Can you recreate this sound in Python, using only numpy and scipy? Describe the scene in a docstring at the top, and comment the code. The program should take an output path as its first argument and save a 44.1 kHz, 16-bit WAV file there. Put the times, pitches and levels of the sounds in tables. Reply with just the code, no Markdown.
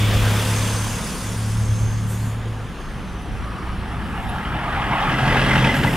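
"""Tyre roar, engine clatter and a short recurring squeak swell as a diesel pickup passes close on a town road.
Before it, another vehicle draws away with a droning exhaust, a pulsing hiss and a thin whistle.
An idling engine, far traffic and wind lie underneath; knocks and short hisses echo faintly from roadside walls.
Engines are harmonic series locked to a shaft; tyres, clatter, hiss and rumble are filtered noise;
each passing part rises and falls with its distance on a straight line."""
import sys
import numpy as np
from scipy import signal
from scipy.fft import rfft, irfft, next_fast_len
from scipy.io import wavfile
from scipy.ndimage import uniform_filter1d, map_coordinates

SR = 44100
rng = np.random.default_rng(int(sys.argv[2]) if len(sys.argv) > 2 else 0)


def digitize_waveform(pressure):
    """Quantize a signal to 16-bit integers and store it at the path in sys.argv[1].

    Rows of a 2-D input are taken as channels; values are limited to [-1, 1].
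    """
    field = np.atleast_2d(pressure).T
    bounded = np.clip(field, -1, 1)
    quanta = np.round(bounded * 32767).astype(np.int16)
    wavfile.write(sys.argv[1], SR, quanta)


N = 262836


def amp(db):
    """Level in decibels to amplitude gain."""
    return 10 ** (np.asarray(db) / 20)


def unit(x):
    """Scale to rms 1."""
    return x / np.sqrt(np.mean(x ** 2) + 1e-20)


def clock():
    """The time of each sample in seconds."""
    return np.arange(N) / SR


def along(points, hz):
    """Interpolate (Hz, value) points on a logarithmic frequency axis."""
    f, v = np.transpose(points)
    return np.interp(np.log(hz + 1), np.log(f + 1), v)


def curve(points):
    """Interpolate (s, value) points in time, one value per sample."""
    s, v = np.transpose(points)
    return np.interp(clock(), s, v)


def wobble(rate):
    """A smooth random modulation with rate knots a second."""
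    knots = rng.standard_normal(int(N * rate / SR) + 4)
    return map_coordinates(knots, [clock() * rate])


def filtered(x, response):
    """Linear filtering: multiply the spectrum of x by a response of frequency."""
    m = next_fast_len(N + SR // 2)
    return irfft(rfft(x, m) * response(np.fft.rfftfreq(m, 1 / SR)), m)[..., :N]


def coloured(x, spectrum):
    """Spectral shaping by (Hz, dB) points."""
    return filtered(x, lambda hz: amp(along(spectrum, hz)))


def ports(pair):
    """Interchannel coherence: two unrelated signals become left and right, most alike near 500 Hz."""
    # stereo width of the sound field: frequency_hz, side_over_mid_db
    side_ratio = [(30, -4.5), (60, -11), (120, -16), (250, -30.5), (500, -40), (900, -20.5), (1400, -14.5),
                  (2800, -9.5), (5000, -14), (7000, -6.5), (9000, -7), (10300, 0.5), (12000, -4),
                  (15000, -2)]

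    def mid_and_side(hz):
        ratio = amp(along(side_ratio, hz))
        return np.array([np.ones_like(hz), ratio]) / np.hypot(1, ratio)

    mid, side = filtered(pair, mid_and_side)
    return unit(np.array([mid + side, mid - side]))


def across_ports(pair):
    """Interaural-style delay: sound arriving at a slant reaches the right port a little earlier."""
    # arrival of the pickup's sound: time_s, right_lead_microseconds
    bearing = [(2.5, 9.1), (4.0, 45), (4.7, 58.8), (5.6, 42.4), (5.96, 19.3)]
    half_lag = curve(bearing) * 1e-6 * SR / 2  # in samples
    places = [np.arange(N) - half_lag, np.arange(N) + half_lag]
    return np.array([map_coordinates(x, [at], order=5, mode="nearest") for x, at in zip(pair, places)])


def rush(spectrum, patchy_db):
    """Broadband turbulence: coloured stereo noise of rms 1 with time-frequency patches of random gain."""
    z = signal.stft(rng.standard_normal((2, N)), nperseg=512)[2]
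    field = uniform_filter1d(rng.standard_normal(z.shape[1:]), size=4, axis=0)  # over frequency
    field = uniform_filter1d(field, size=9, axis=1)  # over time
    pair = signal.istft(z * amp(patchy_db * unit(field)), nperseg=512)[1][:, :N]
    return ports(coloured(pair, spectrum))


def cyclic(turns, spectrum):
    """Periodicity: moving parts repeat one noise every cycle, which gives a fine comb of lines."""
    one_turn = rng.standard_normal((2, int(N / turns[-1])))
    pair = np.array([map_coordinates(x, [turns % 1 * len(x)], mode="grid-wrap") for x in one_turn])
    return ports(coloured(pair, spectrum))


def resonate(x, modes):
    """Modal resonance: two signals through (Hz, width Hz, dB) modes, as stereo of rms 1."""
    def response(f):
        total = 0
        for k, (centre, width, db) in enumerate(modes):
            mode = 1j * f * width / (centre * centre - f * f + 1j * f * width)
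            total = total + (-1) ** k * amp(db) * mode
        return total / (1 + (f / 4500) ** 4)  # treble roll-off

    return ports(filtered(x, response))


def orders(turns, table):
    """Fourier series of a periodic shaft: one sine for each (multiple, dB) row."""
    return sum(np.sqrt(2) * amp(db) * np.sin(2 * np.pi * (round(k) * turns + rng.random())) for k, db in table)


def swells(rows):
    """Half-sine envelopes from (start s, length s, dB) rows."""
    t = clock()
    return sum(amp(db) * np.sin(np.pi * np.clip((t - s) / length, 0, 1)) for s, length, db in rows)


def spell(start, end, attack, release):
    """An envelope with a rounded attack, a hold and a rounded release."""
    t = clock()
    return np.sin(np.pi / 2 * np.clip(np.minimum((t - start) / attack, (end - t) / release), 0, 1))


def chirps(rows, width, waver_hz):
    """Frequency-modulated tones under Gaussian envelopes, from (s, Hz, dB) rows."""
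    t = clock()
    drift = np.cumsum(waver_hz * wobble(250)) / SR
    out = 0
    for s, hz, db in rows:
        envelope = np.exp(-np.minimum(((t - s) / width) ** 2, 50))
        out = out + amp(db) * envelope * np.sin(2 * np.pi * (hz * t + drift))
    return out


def passing(part):
    """Distance law of a part on a straight line, in dB; it radiates differently ahead and behind."""
    s, db, width, ahead_db, behind_db = part
    t = clock() - s
    return db - np.where(t < 0, ahead_db, behind_db) * np.log10(np.hypot(1, t / width))


def pickup():
    """Superposition: one firing cycle drives the exhaust and clatter, with rolling and underbody noise."""
    firing_hz = 43.6
    # the rate falls along an S-curve; half the drop is reached at its middle
    drop_hz, drop_middle_s, drop_width_s = 4.2, 5.96, .4
    rate = firing_hz - drop_hz * (1 + np.tanh((clock() - drop_middle_s) / drop_width_s)) / 2
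    firings = np.cumsum(rate + 0.0998 * wobble(10)) / SR
    bursts = diesel_knocks(firings, decay=0.482, scatter_db=1.23)
    slanting = engine_clatter(firings, bursts) + grit() + tread_hum() + tyre_roar(bursts)
    return pickup_exhaust(firings) + across_ports(slanting) + underbody()


def tyre_roar(bursts):
    """Rolling noise: a broadband rush, slightly modulated by the engine's firing."""
    # roar spectrum: frequency_hz, relative_level_db
    colour = [(300, -26), (500, -21), (700, 1.5), (850, 2), (1020, -3), (1330, 0), (1520, -6), (1740, -3),
              (2200, -9), (3200, -12.5), (3900, -23.5), (6000, -61.5), (12000, -62)]
    # pass: loudest_s, level_db, half_width_s, ahead_loss_db_per_tenfold, behind_loss_db_per_tenfold
    part = (5, -24, 0.4142, 27.5, 23)
    return amp(passing(part) + 0.8 * wobble(45)) * unit(4.5 + bursts) * rush(colour, patchy_db=3.0)


def tread_hum():
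    """Resonance: noise excites the tread's hum, which swells once on the way in."""
    # tread modes: frequency_hz, width_hz, relative_level_db
    modes = [(1188, 143, 8.5), (1833, 75, -4)]
    # pass: loudest_s, level_db, half_width_s, ahead_loss_db_per_tenfold, behind_loss_db_per_tenfold
    part = (5, -32.5, 0.2658, 18.5, 38)
    # extra swell: start_s, length_s, level_db
    extra = [(3.4, 0.372, -41.5)]
    level = (amp(passing(part)) + swells(extra)) * amp(wobble(9))
    return level * resonate(rng.standard_normal((2, N)), modes)


def diesel_knocks(firings, decay, scatter_db):
    """Impulsive combustion: each firing is a burst that dies quickly; the four cylinders differ."""
    # knock strength of each cylinder: relative_level_db
    strengths = [-0.97, -2.16, 2.5, 1.48]
    count = firings.astype(int)
    scatter = scatter_db * rng.standard_normal(count[-1] + 1)[count]
    size_db = np.take(strengths, count, mode="wrap") + scatter
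    phase = firings % 1  # decay and onset are fractions of one firing period
    return unit(amp(size_db) * np.exp(-phase / decay) * (1 - np.exp(-phase / 0.091)))


def engine_clatter(firings, bursts):
    """Forced vibration: firing bursts ring the block's modes and modulate a rasp of moving parts."""
    # engine block modes: frequency_hz, width_hz, relative_level_db
    block = [(876.3, 33, 2.5), (1644.3, 61.5, 5.5), (1900, 52, -13), (2561, 180, -5.5), (2990, 330, -6.5),
             (5320, 310, -13.5)]
    # rasp spectrum: frequency_hz, relative_level_db
    colour = [(300, -13.5), (450, -10), (560, -0.5), (680, -6.5), (1350, -4.5), (1700, -5.5), (2080, -3),
              (2250, -12.5), (3250, -7), (3900, -18.5), (5500, -22.5), (6600, -29), (10000, -28.5),
              (15500, -70.5)]
    # passes: loudest_s, level_db, half_width_s, ahead_loss_db_per_tenfold, behind_loss_db_per_tenfold
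    block_part = (5.5, -26, 0.4562, 38, 35)
    rasp_part = (5.5, -21.5, 0.3162, 38.5, 33)
    ring = resonate(bursts * rng.standard_normal((2, N)), block)
    machinery = unit(rush(colour, patchy_db=2.5) + 0.676 * cyclic(firings, colour))
    rasp = unit(2.34 + bursts) * machinery
    return amp(passing(block_part)) * ring + amp(passing(rasp_part)) * rasp


def pickup_exhaust(firings):
    """Harmonic radiation: the exhaust note is a series on the firing rate."""
    # exhaust note: multiple_of_firing_rate, relative_level_db
    series = [(1, -6), (2, -12), (3, 0), (4, -14), (5, -12), (6, -14)]
    # pass: loudest_s, level_db, half_width_s, ahead_loss_db_per_tenfold, behind_loss_db_per_tenfold
    part = (5.5, -24, 0.3115, 29.5, 29)
    return amp(passing(part) + 0.76 * wobble(8)) * orders(firings, series)


def underbody():
    """Low broadband noise: the underbody's roar hardly fades once it has drawn level."""
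    # roar spectrum: frequency_hz, relative_level_db
    colour = [(40, -23), (90, -1.5), (170, 2.5), (220, -1), (300, -3), (400, -10), (560, -12.5), (800, -26),
              (2000, -39.5)]
    # pass: loudest_s, level_db, half_width_s, ahead_loss_db_per_tenfold, behind_loss_db_per_tenfold
    part = (5.5, -22.5, 0.42, 29.5, -1)
    return amp(passing(part)) * rush(colour, patchy_db=2.0)


def grit():
    """Shot noise: small stones tick under the tread at random moments and strengths."""
    # tick spectrum: frequency_hz, relative_level_db
    colour = [(1200, -7.5), (1700, 8), (3200, 2.5), (4200, -13), (5400, 1.5), (6500, -19), (10000, -19.5),
              (15500, -34)]
    # pass: loudest_s, level_db, half_width_s, ahead_loss_db_per_tenfold, behind_loss_db_per_tenfold
    part = (5.5, -32.5, 0.2754, 54.5, 22)
    ticks_per_s, spread_db = 260, 1.5
    hit = rng.random((2, N)) < ticks_per_s / SR
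    sizes = amp(spread_db * np.minimum(rng.exponential(size=(2, N)), 2)) * hit
    sizes = sizes * rng.choice([-1, 1], (2, N))
    length = SR // 200  # 5 ms
    burst = rng.standard_normal(length) * amp(-60 * np.linspace(0, 1, length))
    ticks = signal.fftconvolve(sizes, burst[None], axes=1)[:, :N]
    return amp(passing(part)) * ports(coloured(ticks, colour))


def squeak():
    """Periodic friction: a turning part of the pickup squeaks once a turn."""
    # successive squeaks: pitch_hz, peak_level_db
    notes = [(2063, -25.5), (1976, -25.5), (1973, -21.5), (2058, -15.5), (2017, -16.5), (2002, -18.5)]
    start_s, period_s = 4.962, .1836
    rows = [(start_s + k * period_s, hz, db) for k, (hz, db) in enumerate(notes)]
    return chirps(rows, width=.008, waver_hz=35)


def body_knocks():
    """Damped vibration: loose parts of the pickup give dull knocks of decaying resonant noise."""
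    # knocks: start_s, centre_hz, level_db
    knocks = [(4.991, 800, -33), (5.357, 857, -14.5), (5.642, 2400, -18), (5.755, 1765, -28),
              (5.829, 1860, -21), (5.846, 872, -14.5)]
    out = np.zeros((2, N))
    for s, hz, db in knocks:
        age = np.maximum(clock() - s, 0)
        panel = resonate(rng.standard_normal((2, N)), [(hz, 0.21 * hz, 0)])
        out = out + amp(db - 60 * age / 0.065) * (1 - np.exp(-age / 0.00123)) * panel
    return out


def departing():
    """Superposition: a steadily quickening engine cycle drives drone, overtones, body noise and hiss."""
    cycle_hz, gain_hz_per_s = 35.1, 0.61
    turns = np.cumsum(cycle_hz + gain_hz_per_s * clock() + 0.0987 * wobble(10)) / SR
    engine = exhaust_drone(turns) + exhaust_overtones(turns) + leaving_body(turns)
    return engine + leaving_tyres() + pulsing_hiss(turns)


def exhaust_drone(turns):
    """Harmonic radiation: spells of drone, strongest at three times the cycle rate."""
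    # drone: multiple_of_cycle_rate, relative_level_db
    series = [(2, -12.5), (3, 0)]
    # spells under load: start_s, end_s, release_s, level_db
    spells = [(-0.45, 1.088, 0.488, -15), (1.17, 2.71, 0.188, -17.5)]
    attack_s, sag_db_per_s = 0.556, 6.5
    load = 0
    for s, end, release, db in spells:
        load = load + amp(db - sag_db_per_s * (clock() - s)) * spell(s, end, attack_s, release)
    return load * amp(1.66 * wobble(18)) * orders(turns, series)


def exhaust_overtones(turns):
    """Random modulation: uneven firing makes each exhaust overtone flutter on its own."""
    # overtones: multiple_of_cycle_rate, relative_level_db
    series = [(4, -11), (5, -7.5), (6, -10.5), (7, -12)]
    # pass: loudest_s, level_db, half_width_s, ahead_loss_db_per_tenfold, behind_loss_db_per_tenfold
    part = (-0.1049, -28, 0.95, 17, 10.5)
    ease_off_s, ease_off_db_per_s = 2.156, 15
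    level_db = passing(part) - ease_off_db_per_s * np.maximum(clock() - ease_off_s, 0)
    flutter = sum(amp(2.72 * wobble(12)) * orders(turns + 0.0265 * wobble(14), [row]) for row in series)
    return amp(level_db) * flutter


def leaving_body(turns):
    """Amplitude modulation: engine noise pulses once a cycle."""
    # engine noise spectrum: frequency_hz, relative_level_db
    colour = [(90, -32), (190, -1), (310, -6.5), (470, -5), (750, -8.5), (950, -10), (1600, -10),
              (2700, -11), (3500, -9), (3950, -17), (10500, -26.5), (15500, -23)]
    # pass: loudest_s, level_db, half_width_s, ahead_loss_db_per_tenfold, behind_loss_db_per_tenfold
    part = (0.1056, -25, 0.6244, 28.5, 40.5)
    machinery = unit(rush(colour, patchy_db=2.5) + .5 * cyclic(turns, colour))
    return amp(passing(part) + 0.8 * np.cos(2 * np.pi * turns)) * machinery


def leaving_tyres():
    """Resonance: noise excites the hum of the departing tyres."""
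    # tyre modes: frequency_hz, width_hz, relative_level_db
    modes = [(475, 83, 0), (1004, 209, 2), (1644, 450, -4)]
    # pass: loudest_s, level_db, half_width_s, ahead_loss_db_per_tenfold, behind_loss_db_per_tenfold
    part = (0.54, -33, 0.4279, 39.5, 22)
    return amp(passing(part)) * resonate(rng.standard_normal((2, N)), modes)


def pulsing_hiss(turns):
    """Amplitude modulation: treble noise pulses once an engine cycle, then drops quickly in level."""
    # hiss spectrum: frequency_hz, relative_level_db
    colour = [(2500, -6.5), (4000, -7), (5000, -1), (7500, -2), (10200, -0.5), (11200, -7.5), (13500, -9.5),
              (15500, -46)]
    # pass: loudest_s, level_db, half_width_s, ahead_loss_db_per_tenfold, behind_loss_db_per_tenfold
    part = (0.6134, -32, 0.5856, 80, 29.5)
    stop_s, stop_length_s, drop_db = 2.255, 0.156, 11.5
    level_db = passing(part) - drop_db * np.clip((clock() - stop_s) / stop_length_s, 0, 1)
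    pulse_db = 1.0 * np.cos(2 * np.pi * turns) + 0.52 * wobble(16.46)
    return amp(level_db + pulse_db) * rush(colour, patchy_db=2.5)


def whistle():
    """Heterodyning: slow noise on a moving carrier gives a flickering narrow band that ends gliding down."""
    # carrier: time_s, pitch_hz
    pitch = [(.3, 6220), (1.4, 6425), (1.95, 6387), (2.25, 6720), (2.65, 6620), (2.9, 6340), (3.6, 5615)]
    # pass: loudest_s, level_db, half_width_s, ahead_loss_db_per_tenfold, behind_loss_db_per_tenfold
    part = (0.7171, -39, 0.2, 34, 21)
    # flares: start_s, length_s, level_db
    flares = [(1.55, 0.546, -46.5), (2.1, 0.228, -54.5), (2.79, 0.14, -65), (3.03, 0.27, -63)]
    start_s, end_s, fade_s, flicker_db = 0.19, 3.86, 0.122, 0.5
    level = amp(passing(part) + flicker_db * wobble(8.247)) * spell(start_s, end_s, fade_s, fade_s)
    half_width_hz = 100
    flutter = filtered(rng.standard_normal((2, 2, N)), lambda f: 1 / (1 + (f / half_width_hz) ** 2))
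    phase = 2 * np.pi * np.cumsum(curve(pitch)) / SR
    band = ports(flutter[0] * np.cos(phase) + flutter[1] * np.sin(phase))
    return (level + swells(flares)) * band


def puffs():
    """Enveloped noise: short treble hisses swell and die."""
    # hisses: start_s, length_s, level_db
    rows = [(.12, 0.53, -39), (2.06, 0.107, -41), (2.08, 0.299, -45.5), (3.95, .6, -55.5),
            (5.735, 0.0595, -41.5), (5.7, 0.524, -40.5)]
    # hiss spectrum: frequency_hz, relative_level_db
    colour = [(4000, -38.5), (7000, -1.5), (9500, -3.5), (11200, -1.5), (13200, -3.5), (14500, -3.5),
              (15500, -35)]
    return swells(rows) * rush(colour, patchy_db=2)


def high_pips():
    """Brief tones: faint, wavering high pips."""
    # pips: time_s, pitch_hz, peak_level_db
    rows = [(3.222, 10820, -49), (4.298, 10890, -39.5)]
    return chirps(rows, width=0.0097, waver_hz=70.5)


def street(x):
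    """Reverberation: the walls answer with noise whose decay time depends on frequency."""
    # decay to -60 dB: frequency_hz, t60_s
    decay = [(200, 0.39), (2000, 0.94), (10000, 0.37)]
    hz, t, z = signal.stft(rng.standard_normal((2, SR // 2)), SR, nperseg=256)
    fading = z * amp(-60 * t / along(decay, hz)[:, None])
    tail = signal.istft(fading, SR, nperseg=256)[1]
    return signal.fftconvolve(x, tail / np.linalg.norm(tail[0]), axes=1)[:, :N]


def idling_engine():
    """Low harmonics: two wavering tones an octave apart."""
    # idle tones: pitch_hz, relative_level_db
    tones = [(28.5, -5), (57, 0)]
    out = 0
    for hz, db in tones:
        level = np.sqrt(2) * amp(-37.5 + db + 0.66 * wobble(3.82))
        out = out + level * np.sin(2 * np.pi * np.cumsum(hz + 0.299 * wobble(4.05)) / SR)
    return out


def far_traffic():
    """Distant broadband sources: low rumble, a growl from traffic further off and a wide wash."""
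    # rumble, growl and wash spectra: frequency_hz, relative_level_db
    rumble_colour = [(15, -14), (30, 6.5), (55, -0.5), (75, -1.5), (110, -0.5), (150, -3), (185, 1.5),
                     (250, -6), (330, -22.5), (600, -48.5)]
    growl_colour = [(25, -11), (55, 5), (80, 2), (110, 1), (140, -13), (190, -1.5), (250, -9.5), (330, -16),
                    (600, -46.5), (2000, -120)]
    wash_colour = [(160, -16), (300, -1.5), (470, -2.5), (650, -7.5), (900, -8), (1600, -9.5), (2200, -14),
                   (3300, -15.5), (3900, -21.5), (5600, -25.5), (6800, -34), (10500, -26.5), (13500, -46.5),
                   (15000, -51)]
    # growl: start_s, length_s, level_db
    growls = [(2.85, 2.17, -29.5)]
    rumble = amp(-33.5 + 0.64 * wobble(5.23)) * rush(rumble_colour, patchy_db=2.5)
    growl = swells(growls) * rush(growl_colour, patchy_db=0.5)
    wash = amp(-38.5 + 0.44 * wobble(3.44)) * rush(wash_colour, patchy_db=2.0)
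    return rumble + growl + wash


def wind():
    """Turbulent pressure: light buffets of wind on the microphone are swells of bass noise."""
    # buffets: start_s, length_s, level_db
    buffets = [(0.03, 0.312, -23.5), (1.45, 0.67, -27), (3.25, 0.218, -26.5), (4.68, 0.164, -28.5),
               (5.1, 0.46, -33.5)]
    # spectrum: frequency_hz, relative_level_db
    colour = [(15, -21.5), (35, 1), (55, -6.5), (90, -8), (300, -35), (1000, -90)]
    return swells(buffets) * rush(colour, patchy_db=-0.5)


def scene():
    """Superposition: both vehicles and the small echoing sounds over the background."""
    rattles = across_ports(squeak() + body_knocks())
    small = rattles + puffs() + high_pips()
    vehicles = pickup() + departing() + whistle()
    background = idling_engine() + far_traffic() + wind()
    return vehicles + small + amp(-12.0) * street(small) + background


def record(dry):
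    """Linear response: the microphone ports colour the treble, and nothing passes above the band limit."""
    # port response: frequency_hz, gain_db
    case = [(8500, 0), (9600, 0), (10400, 2), (11200, -4), (13000, -0.5), (15500, -6)]
    top_hz = 15650
    return filtered(dry, lambda hz: amp(along(case, hz)) * (hz < top_hz))


dry = scene()
out = record(dry)
digitize_waveform(out)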